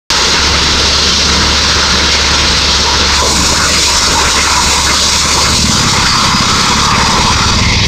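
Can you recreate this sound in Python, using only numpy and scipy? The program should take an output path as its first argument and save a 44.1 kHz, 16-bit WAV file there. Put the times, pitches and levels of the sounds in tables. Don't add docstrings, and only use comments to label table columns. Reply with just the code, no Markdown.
import sys
import numpy as np
from scipy import signal
from scipy.fft import rfft, irfft, next_fast_len
from scipy.io import wavfile
from scipy.ndimage import uniform_filter1d, minimum_filter1d, map_coordinates

SR = 44100
rng = np.random.default_rng(int(sys.argv[2]) if len(sys.argv) > 2 else 0)


def persist_wave(psi):
    counts = np.round(np.clip(psi, -1, 1) * 32767).astype(np.int16)
    wavfile.write(sys.argv[1], SR, np.atleast_2d(counts).T)


def volts_from_decibels(level):
    exponent = np.asarray(level, float) / 20
    return 10 ** exponent


N = 347067

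# (time [s], firing rate [Hz], level [dB])
ENGINE = [(.11, 71.5, -27), (.375, 70.3, -28), (.395, 71.1, -20.5), (1.5, 71.1, -21.5), (2.8, 70.3, -22),
          (3.2, 70.5, -20.5), (3.8, 70.34, -23.5), (4.3, 70.5, -24.5), (4.8, 70.1, -22.5), (5.3, 70.8, -24),
          (5.7, 69.9, -22.5), (6.3, 69.6, -33), (7, 67.65, -25.5), (7.87, 69.4, -21)]
# (time [s], level [dB])
FRAME_SHAKE = [(.11, -28), (.5, -22.5), (2.6, -24.5), (3.25, -24.5), (3.5, -18.5), (4, -26.5), (5.3, -23.5),
               (5.6, -25)]
# (frequency [Hz], level [dB per Hz])
FRAME_RUMBLE = [(60, -47), (85, 2.5), (130, -2.5), (180, 2), (240, -2), (330, -6.5), (450, -55)]
GROUND_RUMBLE = [(10, -26), (22, 11), (36, -5), (52, 7), (75, -4), (100, -34)]

# (time [s], pitch [Hz], length [s], level [dB])
SCRAPES = [(2.85, 950, .12, -18), (3.18, 1000, .07, -16), (3.54, 1300, .04, -13), (3.63, 1460, .07, -18),
           (3.68, 1950, .06, -21), (3.75, 4950, .1, -20), (3.74, 2130, .05, -21), (3.79, 2300, .05, -21),
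           (3.84, 2450, .06, -21), (4.14, 900, .08, -17), (4.45, 1380, .08, -18), (4.56, 950, .08, -19),
           (4.74, 2200, .04, -20), (4.76, 970, .08, -18), (4.86, 1460, .06, -18), (4.86, 1700, .05, -20),
           (4.89, 2130, .04, -20), (5.03, 3900, .08, -21), (6.06, 4650, .12, -15), (6.3, 4950, .25, -20),
           (6.85, 1200, .12, -18), (7.6, 2100, .25, -22)]

# (time [s], piston cycles [Hz], force [dB])
HAMMER = [
    (5.34, 20.37, -24),
    (5.57, 19.9, -10),
    (5.8, 17.38, -9),
    (5.97, 16.51, -11),
    (6.45, 16.76, -12),
    (6.7, 17.5, -10),
    (7.1, 18.53, -10),
    (7.3, 18.8, -11),
    (7.87, 20.36, -10),
]
# (time [s], half length [s], extra level [dB])
SOLID_ROCK = [
    (5.662, 0.057, 12),
    (6.367, 0.065, 11),
    (6.72, 0.084, 7),
    (7.074, 0.063, 6),
    (7.55, .1, 6),
]
FIRST_STROKE_S = 5.3415
BORE_CLOSES_S, CLOSING_S = 7.29, 0.043

# (frequency [Hz], level [dB per Hz])
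RING = [(700, -18), (820, -8.5), (900, -2), (980, 1), (1100, -3), (1200, -10)]
ROAR = [(1000, -11), (1120, -4), (1250, -3.5), (1380, -1.5), (1650, -7), (1850, -8), (2200, -26)]
LOW_MODE = [(240, -18), (320, -2), (480, 3), (620, -1), (730, -11.5), (850, -24)]
HIGH_MODE = [(1500, -24), (1850, -5.5), (2200, -2), (2700, -4), (3000, -11.5), (3500, -25)]
MODE_HZ = [980, 1350, 480, 2300]
# (from time [s], ring [dB], roar [dB], low [dB], high [dB])
HEARD = [
    (0, -24, -20.5, -25.5, -22),
    (3.15, -21.5, -22.5, -23.5, -21),
    (5.8, -21, -20.5, -27, -23),
    (7.58, -24.5, -31.5, -26.5, -20.5),
]
# (time [s], level [dB])
LOAD = [(.11, 1), (1, 0), (2, 0), (2.68, -0.5), (2.81, -2.5), (3.13, 0.5), (3.3, -2.5), (3.45, -1),
        (3.8, -0.5), (4.06, -0.5), (4.6, -1), (5.04, -2.5), (5.45, 0), (5.6, -6.5), (5.74, -6),
        (5.84, -0.5), (7.4, -0.5), (7.87, -1)]
# (time [s], pitch [Hz], length
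# [s], swell [dB])
CATCHES = [(6.849, 475.5, 0.77, 4.5), (1.701, 1330, 0.2, 4.5), (2.83, 1120, 0.16, 8), (2.83, 480, 0.1, 5),
           (3.18, 980, 0.19, 4), (3.207, 480, 0.14, 11), (3.378, 480, 0.048, 0), (3.64, 980, .22, -7),
           (3.48, 980, 0.12, 2.5), (3.487, 480, 0.18, 4), (3.535, 1340, 0.14, 9.5),
           (3.734, 2300, 0.18, 3.5), (3.88, 1200, 0.12, 7.5), (4.126, 987, 0.22, 3.5),
           (4.33, 1054, 0.035, 13), (4.352, 2300, 0.08, 8), (4.445, 1130, 0.077, 14), (4.57, 1050, 0.17, 3),
           (4.712, 980, 0.15, 6), (4.853, 1450, 0.13, 8.5), (5.21, 1350, 0.089, 5), (5.318, 900, .1, 2),
           (5.466, 980, 0.053, 4), (6.02, 1350, 0.14, 4.5), (6.32, 1000, .1, 1), (6.445, 1210, 0.16, 1.5),
           (6.857, 1102, 0.29, 7), (7.196, 1030, 0.094, 2), (4.563, 2000, 0.15, -5), (4.85, 450, 0.11, 7)]
CATCH_RISE_S, CATCH_OCTAVES, SHIFT_S = 0.013, .35, 0.19
# (time [s], spread [dB])
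UNREST = [(0, .7), (3, .8), (3.3, 1.7), (5.7, 1.8), (7.87, 1.3)]

# (time [s], air flow [dB], grit over the flow [dB])
JET = [(0.11, -11.5, -30.5), (0.37, -14, -31), (0.43, -13.5, -32), (1.13, -9.5, -33.5), (1.28, -13, -32),
       (3.05, -12.5, -33), (3.13, -12.5, -28.5), (3.35, -13.5, -21.5), (3.96, -11.5, -23.5),
       (4.28, -18, -21.5), (4.32, -12, -25), (4.69, -15, -20.5), (5.04, -10, -24), (5.36, -14.5, -22),
       (6.2, -14.5, -26.5), (7.46, -16, -28), (7.85, -16, -36), (7.87, -14, -26)]
# (frequency [Hz], level [dB per Hz])
HISS = [(2500, -18), (3000, -9.5), (3700, -4), (4700, -3.5), (5700, -6.5), (6600, -11.5), (7300, -38),
        (8500, -60)]
EDGE = [(6000, -7), (6800, 0), (7800, -5.5), (8800, -10), (9400, -23), (10500, -56)]
FIZZ = [(8000, -30), (9300, -0.5), (11000, -3.5), (12500, -3), (14000, -5.5), (15600, -11), (17000, -14)]
HISS_DB, EDGE_DB, FIZZ_DB = -1, 16.5, 0.5
CLEAN_DB, LEAN_PER_DB = -30, 0.6

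# (delay [ms], gain [1])
ECHOES = [
    [(0.83, -0.07), (1.435, 0.05), (1.665, -0.05), (2.33, 0.04), (2.48, 0.06), (2.885, 0.06)],
    [(0.735, 0.06), (0.87, 0.05), (1.39, 0.04), (1.62, -0.04), (2.18, -0.09), (2.63, -0.04)],
    [(0.58, 0.06), (0.865, 0.13), (0.99, 0.06), (1.55, 0.06), (2.165, -0.09), (2.39, 0.09)],
]
MOVES_S = [
    3.13,
    5.75,
]
START_S, TOP_HZ = .1022, 15650


def unit(x):
    return x / np.sqrt(np.mean(x ** 2) + 1e-20)


def curves(rows):
    s, *cols = np.transpose(rows)
    return [np.interp(np.arange(N) / SR, s, c) for c in cols]


def wobble(rate):
    knots = rng.standard_normal(int(N * rate / SR) + 4)
    return map_coordinates(knots, [np.arange(N) * rate / SR])


def step(s, width_s):
    return .5 + .5 * np.tanh((np.arange(N) / SR - s) / width_s)


def filtered(x, response):
    m = next_fast_len(N + SR // 2)
    return irfft(rfft(x, m) * response(np.fft.rfftfreq(m, 1 / SR)), m)[..., :N]


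def rush(spectrum, patchy_db, lean_db=0):
    hz, db = np.transpose(spectrum)
    f, t, z = signal.stft(rng.standard_normal(N), SR, nperseg=1024)
    patches = uniform_filter1d(rng.standard_normal(z.shape), size=6, axis=0)
    patches = unit(uniform_filter1d(patches, size=8, axis=1))

    def per_frame(v):
        return np.interp(t * SR, np.arange(N), v + np.zeros(N))

    octaves = np.log2((f[:, None] + 1) / np.sqrt(hz[0] * hz[-1]))
    lean = per_frame(lean_db) * np.clip(octaves, -1, 1)
    z = z * volts_from_decibels(per_frame(patchy_db) * patches + lean)
    x = signal.istft(z, SR, nperseg=1024)[1][:N]
    return unit(filtered(x, lambda f: volts_from_decibels(np.interp(np.log(f + 1), np.log(hz), db, -120, -120))))


def engine():
    hz, db = curves(ENGINE)
    phase = 2 * np.pi * np.cumsum(hz) / SR + .2 * wobble(14)
    hum = np.sin(phase) + volts_from_decibels(-12.5) * np.sin(phase / 2)
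    tone = np.sqrt(2) * volts_from_decibels(db + 0.27 * wobble(14)) * hum
    frame_db = curves(FRAME_SHAKE)[0] + wobble(7)
    ground_db = -31.5 - 2.5 * wobble(7.4)
    frame = volts_from_decibels(frame_db) * rush(FRAME_RUMBLE, patchy_db=1.0)
    ground = volts_from_decibels(ground_db) * rush(GROUND_RUMBLE, patchy_db=3.0)
    return tone + frame + ground


def scrapes():
    total = np.zeros(N + SR)
    for s, hz, length, db in SCRAPES:
        t = np.arange(round(2 * length * SR)) / SR
        u = t / length
        swell = 2 * u * np.exp(1 - 4 * u ** 1.5)
        drift = map_coordinates(rng.standard_normal(int(.2 * hz * length) + 4), [.1 * hz * t])
        squeal = np.sin(2 * np.pi * hz * t + 1.3 * drift)
        total[round(s * SR):][:len(t)] += volts_from_decibels(db + 4) * swell * squeal
    return total[:N]


def piston():
    running = np.arange(N) >= FIRST_STROKE_S * SR
    return np.cumsum(curves(HAMMER)[0] * running) / SR


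def thump(blows, hz, t60, rise_s):
    t = np.arange(SR // 10) / SR
    shape = -np.sin(2 * np.pi * hz * t) * volts_from_decibels(-60 * t / t60) * (1 - np.exp(-t / rise_s))
    return signal.fftconvolve(blows, shape / np.abs(shape).max())[:N]


def hammer():
    t, thud_db = np.arange(N) / SR, curves(HAMMER)[1]
    knock_db = thud_db - 6 + sum(db * np.exp(-((t - s) / half) ** 2) for s, half, db in SOLID_ROCK)
    boom_db = thud_db - 16.5 + 19 * step(BORE_CLOSES_S, CLOSING_S)
    halves = np.ceil(2 * piston())
    at = np.flatnonzero(np.diff(halves)) + 1
    strokes = np.zeros(N)
    strokes[at] = volts_from_decibels(1.4 * wobble(40)[at] - 3.5 * (1 - halves[at] % 2))
    blows = strokes * (halves % 2)
    thud = thump(volts_from_decibels(thud_db) * strokes, hz=132, t60=.027, rise_s=.002)
    knock = thump(volts_from_decibels(knock_db) * np.roll(blows, 30), hz=205, t60=.045, rise_s=.002)
    boom = thump(volts_from_decibels(boom_db) * blows, hz=100, t60=.1, rise_s=.002)
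    ground = thump(volts_from_decibels(boom_db - 15) * strokes, hz=40.0, t60=0.19, rise_s=.003)
    return thud + knock + boom + ground


def mode_levels():
    moves, *modes = np.transpose(HEARD)
    level = []
    for db in modes:
        changes = sum(d * step(s, SHIFT_S / 2) for s, d in zip(moves[1:], np.diff(db)))
        level.append(db[0] + changes)
    level = np.array(level) + curves(LOAD)[0]
    t = np.arange(N) / SR
    for s, hz, length, db in CATCHES:
        u = t[:round(3 * length * SR)]
        swell = (1 - np.exp(-u / CATCH_RISE_S)) * np.exp(-(u / length) ** 2)
        near = np.exp(-(np.log2(hz / np.array(MODE_HZ)) / CATCH_OCTAVES) ** 2)
        part = level[:, round(s * SR):][:, :len(u)]
        part += db * near[:, None] * swell[:part.shape[1]]
    return level


def pipe(surge):
    unrest = curves(UNREST)[0]
    total = np.zeros(N)
    for db, spectrum in zip(mode_levels(), (RING, ROAR, LOW_MODE, HIGH_MODE)):
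        flutter_db = 1.14 * wobble(35) + 0.5 * unrest * wobble(9)
        total += volts_from_decibels(db + flutter_db) * rush(spectrum, patchy_db=1.08 * unrest)
    return volts_from_decibels(.5 * surge) * total


def jet(surge):
    db, grit_db = curves(JET)
    edge = volts_from_decibels(grit_db + EDGE_DB) * rush(EDGE, patchy_db=1.2)
    crackle = unit(volts_from_decibels(1.0 * wobble(300)) * rush(FIZZ, patchy_db=-1.5))
    fizz = volts_from_decibels(grit_db + FIZZ_DB) * crackle
    lean_db = LEAN_PER_DB * (grit_db - CLEAN_DB) + 0.61 * wobble(8)
    hiss = volts_from_decibels(0.27 * wobble(7.6)) * rush(HISS, patchy_db=curves(UNREST)[0], lean_db=lean_db)
    return volts_from_decibels(db + HISS_DB + 1.17 * surge) * (hiss + edge + fizz)


def echoes(x, strength):
    t = np.arange(N) / SR
    first, second = (np.clip((t - s) / 0.12 + .5, 0, 1) for s in MOVES_S)

    def comb(taps):
        def response(hz):
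            delayed = sum(g * np.exp(-2j * np.pi * hz * ms / 1000) for ms, g in taps)
            return 1 + strength / (1 + (hz / 9000) ** 4) * delayed
        return response

    shares = (1 - first, first - second, second)
    return sum(share * filtered(x, comb(taps)) for share, taps in zip(shares, ECHOES))


def scene():
    cycles = piston()
    puffs = .4 * (cycles > 0) * np.cos(2 * np.pi * cycles)
    surge = .3 * wobble(9.9) + 1.3 * wobble(32) + puffs
    mono = echoes(jet(surge) + pipe(surge), strength=1.3)
    mono = mono + scrapes() + engine() + hammer()
    return np.array([mono, mono])


def roll_off(x):
    return signal.sosfilt(signal.butter(12, 15640, fs=SR, output="sos"), x)


def record(dry):
    x = volts_from_decibels(5.5) * filtered(dry, lambda hz: (hz < TOP_HZ) * 1j * hz / (11 + 1j * hz))
    need = np.minimum(1, 1.01 / (np.abs(x) + 1e-9))
    gain = uniform_filter1d(minimum_filter1d(need, size=401), size=401)
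    since = np.arange(N) / SR - START_S
    opening = (since >= 0) * volts_from_decibels(7 * np.exp(-np.abs(since) / .003))
    return roll_off(np.clip(x * gain * opening, -1, 1))


dry = scene()
out = record(dry)
persist_wave(out)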